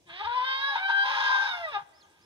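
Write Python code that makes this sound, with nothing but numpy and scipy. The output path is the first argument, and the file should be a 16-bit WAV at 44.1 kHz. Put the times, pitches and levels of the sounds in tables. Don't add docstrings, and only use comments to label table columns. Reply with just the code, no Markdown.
import sys
import numpy as np
from scipy import signal
from scipy.fft import rfft, irfft
from scipy.io import wavfile

SR = 44100
rng = np.random.default_rng(int(sys.argv[2]) if len(sys.argv) > 2 else 0)


def bounce(signal):
    frames = np.transpose(np.atleast_2d(signal))
    limited = np.clip(frames, -1, 1)
    pcm = np.round(limited * 32767).astype(np.int16)
    wavfile.write(sys.argv[1], SR, pcm)


N = 99225
T = np.arange(N) / SR
FREQS = np.fft.rfftfreq(2 * N, 1 / SR)


def undb(db):
    return 10 ** (np.asarray(db) / 20)


def unit(x):
    return x / np.sqrt(np.mean(x ** 2))


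def curves(rows, t=T):
    times, *columns = np.array(rows).T
    return [np.interp(t, times, c) for c in columns]


def at(points, hz=FREQS):
    freqs, values = np.array(points).T
    return np.interp(np.log(hz + 1), np.log(freqs), values)


def shape(x, gain):
    return irfft(rfft(x, 2 * N) * gain)[..., :N]


def band(hz, octaves):
    bell = np.exp(-.5 * (np.log2((FREQS + 1) / hz) / octaves) ** 2)
    return unit(shape(rng.standard_normal(N), bell))


def wobble(hz):
    return unit(shape(rng.standard_normal(N), 1 / (1 + (FREQS / hz) ** 4)))


def gate(rows, t=T, fade_s=.014):
    return np.clip(1 + np.minimum(t - rows[0][0], rows[-1][0] - t) / fade_s, 0, 1)


def swell(peak_s, width_s, db=0):
    return undb(db) * np.exp(-.5 * ((T - peak_s) / width_s) ** 2)


def background():
    # freq_hz, gain_db
    air_eq = [(25, -22), (50, -6), (85, 9), (130, 1.5), (220, -0.5), (320, 4), (550, 0), (850, -3.5),
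              (1500, -21), (2300, -11), (3600, -16), (6000, -10), (10000, -22.5), (15000, -37)]
    # peak_s, width_s, level_db
    rustles = [(0.086, 0.012, -69.5), (1.695, 0.011, -64), (1.9, 0.024, -73.5), (2.114, 0.018, -72.5)]
    # peak_s, width_s, level_db, centre_hz
    bumps = [(0.087, .04, -69, 157), (0.267, 0.023, -54.5, 83), (1.638, 0.047, -70, 86.2),
             (1.768, .04, -65, 85), (1.816, 0.026, -68.5, 136.5)]
    mid, side = shape(rng.standard_normal((2, N)), undb(at(air_eq)))
    side = shape(side, np.clip(FREQS / 900, .4, 1))
    air = unit(np.array([mid + side, mid - side])) * undb(-67 + wobble(13))
    grain = np.array([unit(band(8300, octaves=.11) * undb(8.1 * wobble(400))) for _ in range(2)])
    rustling = grain * sum(swell(*row) for row in rustles)
    thuds = sum(band(hz, octaves=.27) * swell(s, width, db) for s, width, db, hz in bumps)
    return air + rustling + thuds * undb([[2.5], [0]])


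def scream(flap_hz=548.5, scatter=.1, breath=.35, flutter_db=1.5):
    # time_s, roar_db, rasp_db
    levels = [(.055, -92, -77), (0.1, -48, -48.5), (0.171, -59, -45), (.22, -48, -44), (.42, -46, -46.5),
              (.53, -47, -45), (.7, -44, -47.5), (0.747, -43, -44), (.76, -30, -37), (.775, -31, -42.5),
              (.81, -41.5, -49), (.87, -49, -52.5), (0.9, -27.5, -36.5), (0.929, -40, -46),
              (1.034, -43, -44), (1.06, -35.5, -36), (1.1, -32.5, -34.5), (1.14, -30, -35.5),
              (1.24, -31.5, -36.5), (1.32, -31, -38), (1.39, -35.5, -42.5), (1.47, -32, -41),
              (1.51, -37, -48), (1.58, -40, -48.5), (1.71, -55.5, -54.5), (1.755, -50.5, -50),
              (1.789, -37.5, -55.5), (1.85, -69.5, -70)]
    # freq_hz, gain_db
    roar_eq = [(200, -61.5), (400, -27), (570, -27.5), (700, -21), (810, -1.5), (910, 8.5), (1030, -7),
               (1130, -16.5), (1250, -4), (1380, -14), (1620, -1), (1800, -28), (2300, -27.5),
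               (3000, -71.5), (5000, -83)]
    rasp_eq = [(900, -27.5), (1900, 0), (2500, 0), (2950, -1), (3300, 2.5), (3850, -1.5), (4100, -7),
               (4400, -9.5), (5000, -48.5), (6400, -48.5), (8000, -60.5)]
    edge_eq = [(3500, -34), (4500, -13), (5150, -0.5), (5600, -15.5), (6000, -9), (6700, -20.5),
               (8000, -40.5), (10000, -56.5)]
    # time_s, gain_db
    edge_mix = [(.1, -18), (.42, -12), (.65, -5), (.76, -8), (1.0, -5), (1.07, -6), (1.2, -1.5), (1.47, 3),
                (1.6, 0), (1.76, -6)]
    gap, size = rng.standard_normal((4000, 2)).T
    slap_samples = np.cumsum(np.exp(scatter * gap)) * SR / flap_hz
    slaps = np.bincount(slap_samples.astype(int), undb(1.5 * size), N)[:N]
    drive = unit(slaps - slaps.mean()) + breath * rng.standard_normal(N)
    drive *= undb(flutter_db * wobble(124))
    roar, rasp, edge = (shape(drive, undb(at(eq))) for eq in (roar_eq, rasp_eq, edge_eq))
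    edge *= undb(curves(edge_mix)[0])
    roar_db, rasp_db = curves(levels)
    return undb(roar_db) * unit(roar) + undb(rasp_db) * unit(rasp + edge)


def hiss():
    # freq_hz, gain_db
    breath_eq = [(6000, -43.5), (8000, -9.5), (9000, 2), (10500, 2), (12500, -5.5), (15000, -6.5)]
    # time_s, level_db
    levels = [(.07, -82), (.45, -73), (.85, -70.5), (1.05, -66.5), (1.25, -65.5), (1.52, -67), (1.65, -71),
              (1.85, -78.5)]
    return unit(shape(rng.standard_normal(N), undb(at(breath_eq)))) * undb(curves(levels)[0])


def voice(rows, top_hz=6700):
    # time_s, amount (0-1)
    roughness = [(.08, 0.72), (.19, 0.49), (.3, 0.34), (.46, 0.08), (.72, 0.03), (.762, 0.78), (.785, 0),
                 (.87, 0), (.9, 0.71), (.94, 0), (1.035, 0), (1.05, 0.67), (1.26, 0.76), (1.34, 0.33),
                 (1.47, 0.63), (1.52, 0.11), (1.7, 0), (1.77, 0.18)]
    # time_s, amount (0-1)
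    closing = [(1.04, 0.03), (1.2, 0.26), (1.45, 0.7), (1.53, 1)]
    # freq_hz, gain_db
    open_eq = [(1250, -29), (1600, 6.5), (2100, 2), (2230, -5), (2400, -2), (2700, -10), (3150, 6),
               (3400, -4), (3700, 4), (3870, 4), (4020, -7), (4400, -14), (4780, -6.5), (5500, -18),
               (5850, -29), (6500, -34)]
    closed_eq = [(1250, -17), (1600, 8.5), (2000, -0.5), (2500, 0.5), (2760, 4.5), (2900, -4.5),
                 (3120, -13), (3450, 0.5), (3700, 5), (4300, -24), (5050, -11), (5750, -23), (6500, -37.5)]
    hz, *harmonic_db, overtones_db = curves(rows)
    rough, closed = np.clip(curves(roughness) + curves(closing), 0, 1)
    jitter, shimmer_db = .0025 + .012 * rough, .83 + 1.5 * rough
    hz = hz * (1 + jitter * wobble(161))
    phase = 2 * np.pi * np.cumsum(hz) / SR
    out = 0
    for k in range(1, int(2 * top_hz / hz.min())):
        throat_db = (1 - closed) * at(open_eq, k * hz) + closed * at(closed_eq, k * hz)
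        db = harmonic_db[k - 1] if k <= len(harmonic_db) else overtones_db + throat_db
        gain = undb(db) / (1 + (k * hz / top_hz) ** 20)
        out += gain * np.sin(k * phase + rng.uniform(0, np.pi))
    return out * gate(rows) * undb(shimmer_db * (wobble(63) - 1.1 * rough))


def cracks(ring_hz=920, attack_s=.004, t60_s=.07):
    # start_s, level_db
    snaps = [(.753, -20), (1.466, -35)]
    out = 0
    for start, db in snaps:
        age = np.maximum(T - start, 0)
        envelope = undb(db - 60 * age / t60_s) * np.minimum(age / attack_s, 1)
        out += envelope * np.sin(2 * np.pi * ring_hz * age)
    return out


def split_tone(rows, spread_hz=11.3, shimmer_db=2.5):
    hz, db = curves(rows)
    phase = 2 * np.pi * np.cumsum(hz + spread_hz * wobble(161)) / SR
    return np.sin(phase) * gate(rows) * undb(db + shimmer_db * wobble(63))


def goat():
    # time_s, pitch_hz, harmonic1_db, harmonic2_db, harmonic3_db, overtones_db
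    low_register = [(.07, 346.5, -58, -71, -63, -68.5), (.11, 330, -56, -50.5, -56.5, -63.5),
                    (.19, 384, -63.5, -51.5, -47, -48), (.21, 406.4, -47, -34, -32.5, -48),
                    (.232, 452, -58, -31, -56.5, -56), (.252, 398.5, -52, -39, -31.5, -42),
                    (.275, 474.2, -50, -25.5, -42, -55.5), (.325, 480.8, -48.5, -28.5, -36.5, -50.5),
                    (.362, 508.5, -49.5, -24.5, -52, -47.5), (.395, 497, -51.5, -24.5, -45, -46.5),
                    (.432, 509, -50, -24.5, -38.5, -47), (.455, 526.2, -54, -35, -29.5, -40.5),
                    (.55, 529, -55, -32.5, -33, -38), (.595, 540.2, -55, -36, -40.5, -39),
                    (.645, 550, -55, -32.5, -24.5, -38), (.69, 558, -50, -30, -28, -37),
                    (.745, 547.2, -56, -34.5, -28.5, -43), (.78, 531.6, -75, -59.5, -36.5, -45.5)]
    high_register = [(.71, 832, -37.5, -81, -71, -62), (.755, 788.6, -38.5, -68, -79.5, -75),
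                     (.772, 745, -47.5, -54.5, -59.5, -56), (.783, 747.4, -46.5, -34, -33.5, -42.5),
                     (.8, 743, -44, -40.5, -37.5, -41.5), (.812, 766.5, -37, -31.5, -41.5, -58),
                     (.835, 770.6, -34.5, -27, -30, -44.5), (.87, 776.5, -32, -21.5, -36, -44),
                     (.89, 785, -31, -20, -46, -43), (.96, 788.4, -34.5, -19, -45.5, -42),
                     (1.032, 796.7, -35, -20.5, -44, -35.5), (1.05, 801.6, -36, -30, -62, -44.5),
                     (1.15, 827.8, -47, -32.5, -69, -45), (1.2, 820, -36.5, -24.5, -66, -39),
                     (1.24, 816, -47.5, -37.5, -63.5, -38), (1.262, 812, -50, -18.5, -55, -38),
                     (1.29, 795.5, -66, -27, -64, -38), (1.33, 798, -42, -22, -59.5, -61.5),
                     (1.43, 778.8, -34.5, -21, -63, -67), (1.46, 786.7, -50, -26, -44, -41.5),
                     (1.485, 758, -57, -33, -37, -36), (1.513, 740, -47.5, -37, -48, -35),
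                     (1.535, 721.3, -43, -29.5, -33, -42.5), (1.588, 694.8, -39, -48, -48, -49),
                     (1.624, 679.5, -35, -38.5, -45, -53), (1.654, 649.6, -34.5, -50, -24.5, -49.5),
                     (1.685, 615, -39.5, -31.5, -65, -51.5), (1.722, 558, -50.5, -47, -45, -49)]
    undertone = [(1.06, 555, -53, -54, -60, -43.5), (1.195, 558, -53, -52, -54, -42),
                 (1.235, 531, -58, -51, -50, -41.5), (1.47, 534, -64, -54, -52, -44)]
    grunt = [(1.728, 477, -51.5, -45, -48, -49.5), (1.745, 415.5, -52, -31, -35.5, -43),
             (1.758, 408, -51, -29, -26.5, -41.5), (1.772, 399, -46.5, -26.5, -32, -48),
             (1.782, 407.5, -59, -55, -43, -59), (1.805, 402.5, -67, -42.5, -48, -85)]
    # time_s, pitch_hz, level_db
    low_tone = [(1.045, 1005, -26.5), (1.13, 1045, -35.5), (1.2, 1050, -33), (1.26, 1033, -33),
                (1.3, 1024, -25), (1.365, 1021, -31), (1.385, 1005, -45)]
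    piercing_tone = [(1.21, 3650, -45), (1.255, 3714, -39), (1.33, 3705, -44), (1.375, 3745, -38),
                     (1.43, 3712, -43), (1.48, 3725, -41)]
    pitched = sum(voice(rows) for rows in (low_register, high_register, undertone, grunt))
    return pitched + scream() + hiss() + cracks() + split_tone(low_tone) + split_tone(piercing_tone)


def from_the_right(x):
    # freq_hz, balance_db
    balance = [(100, 6.5), (460, 8), (600, -3.5), (760, 0), (1000, 6.5), (1600, 3), (2100, 0), (3100, -5.5),
               (3450, -1.5), (3720, -15), (4400, -3.5), (6200, -14), (7500, -30), (15000, -26)]
    # freq_hz, lead_rad
    lead = [(20, 0), (300, -.1), (540, -1.3), (760, -.25), (1050, -1.2), (1600, -1.6), (2000, -2.6),
            (2950, -3.4), (3250, -4.9), (3650, -6.3), (4250, -6.7), (5000, -9.1), (9000, -15), (16000, -24)]
    ratio = undb(at(balance))
    ears = np.array([ratio * np.exp(1j * at(lead)), np.ones_like(ratio)])
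    return shape(x, ears * np.sqrt(2 / (1 + ratio ** 2)))


def yard(x, shed_t60_s=.15, trees_t60_s=1.14, trees_top_hz=2200):
    shed, tail, echo = rng.standard_normal((3, 2, N))
    shed = unit(shed * undb(-60 * T / shed_t60_s) * (T > .004)) * undb(-8.5)
    tail = unit(tail * undb(-60 * T / trees_t60_s) * (T > .05)) * undb(-22)
    echo = unit(echo * swell(peak_s=.28, width_s=.006)) * undb(-30.5)
    trees = rfft(tail + echo, 2 * N) / (1 + (FREQS / trees_top_hz) ** 2)
    return x + shape(x, (rfft(shed, 2 * N) + trees) / np.sqrt(N))


def bird():
    # age_s, pitch_hz, gain_db
    arch = [(0, 4650, -10), (.006, 4750, -6), (.014, 5080, -4), (.036, 5120, -2), (.046, 5300, -6),
            (.062, 5330, -3), (.076, 4200, 1), (.089, 3300, -3), (.11, 3080, -9)]
    # start_s, level_db
    chirps = [(1.94, -59.5), (2.212, -63)]
    out = 0
    for start, level_db in chirps:
        hz, db = curves(arch, T - start)
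        warble = .003 + .015 * (np.gradient(hz) < 0)
        phase = 2 * np.pi * np.cumsum(hz * (1 + warble * wobble(360))) / SR
        octave = undb(-3.5) * np.clip((3600 - hz) / 300, 0, 1)
        whistle = np.sin(phase) + octave * np.sin(2 * phase)
        out += undb(level_db + db) * gate(arch, T - start) * whistle
    return out


def scene():
    animals = from_the_right(goat()) + bird() * undb([[-3], [2]])
    return yard(animals) + background()


def record(dry, top_hz=15700):
    return signal.sosfilt(signal.ellip(10, .2, 80, top_hz, fs=SR, output="sos"), dry)


dry = scene()
out = record(dry)
bounce(out)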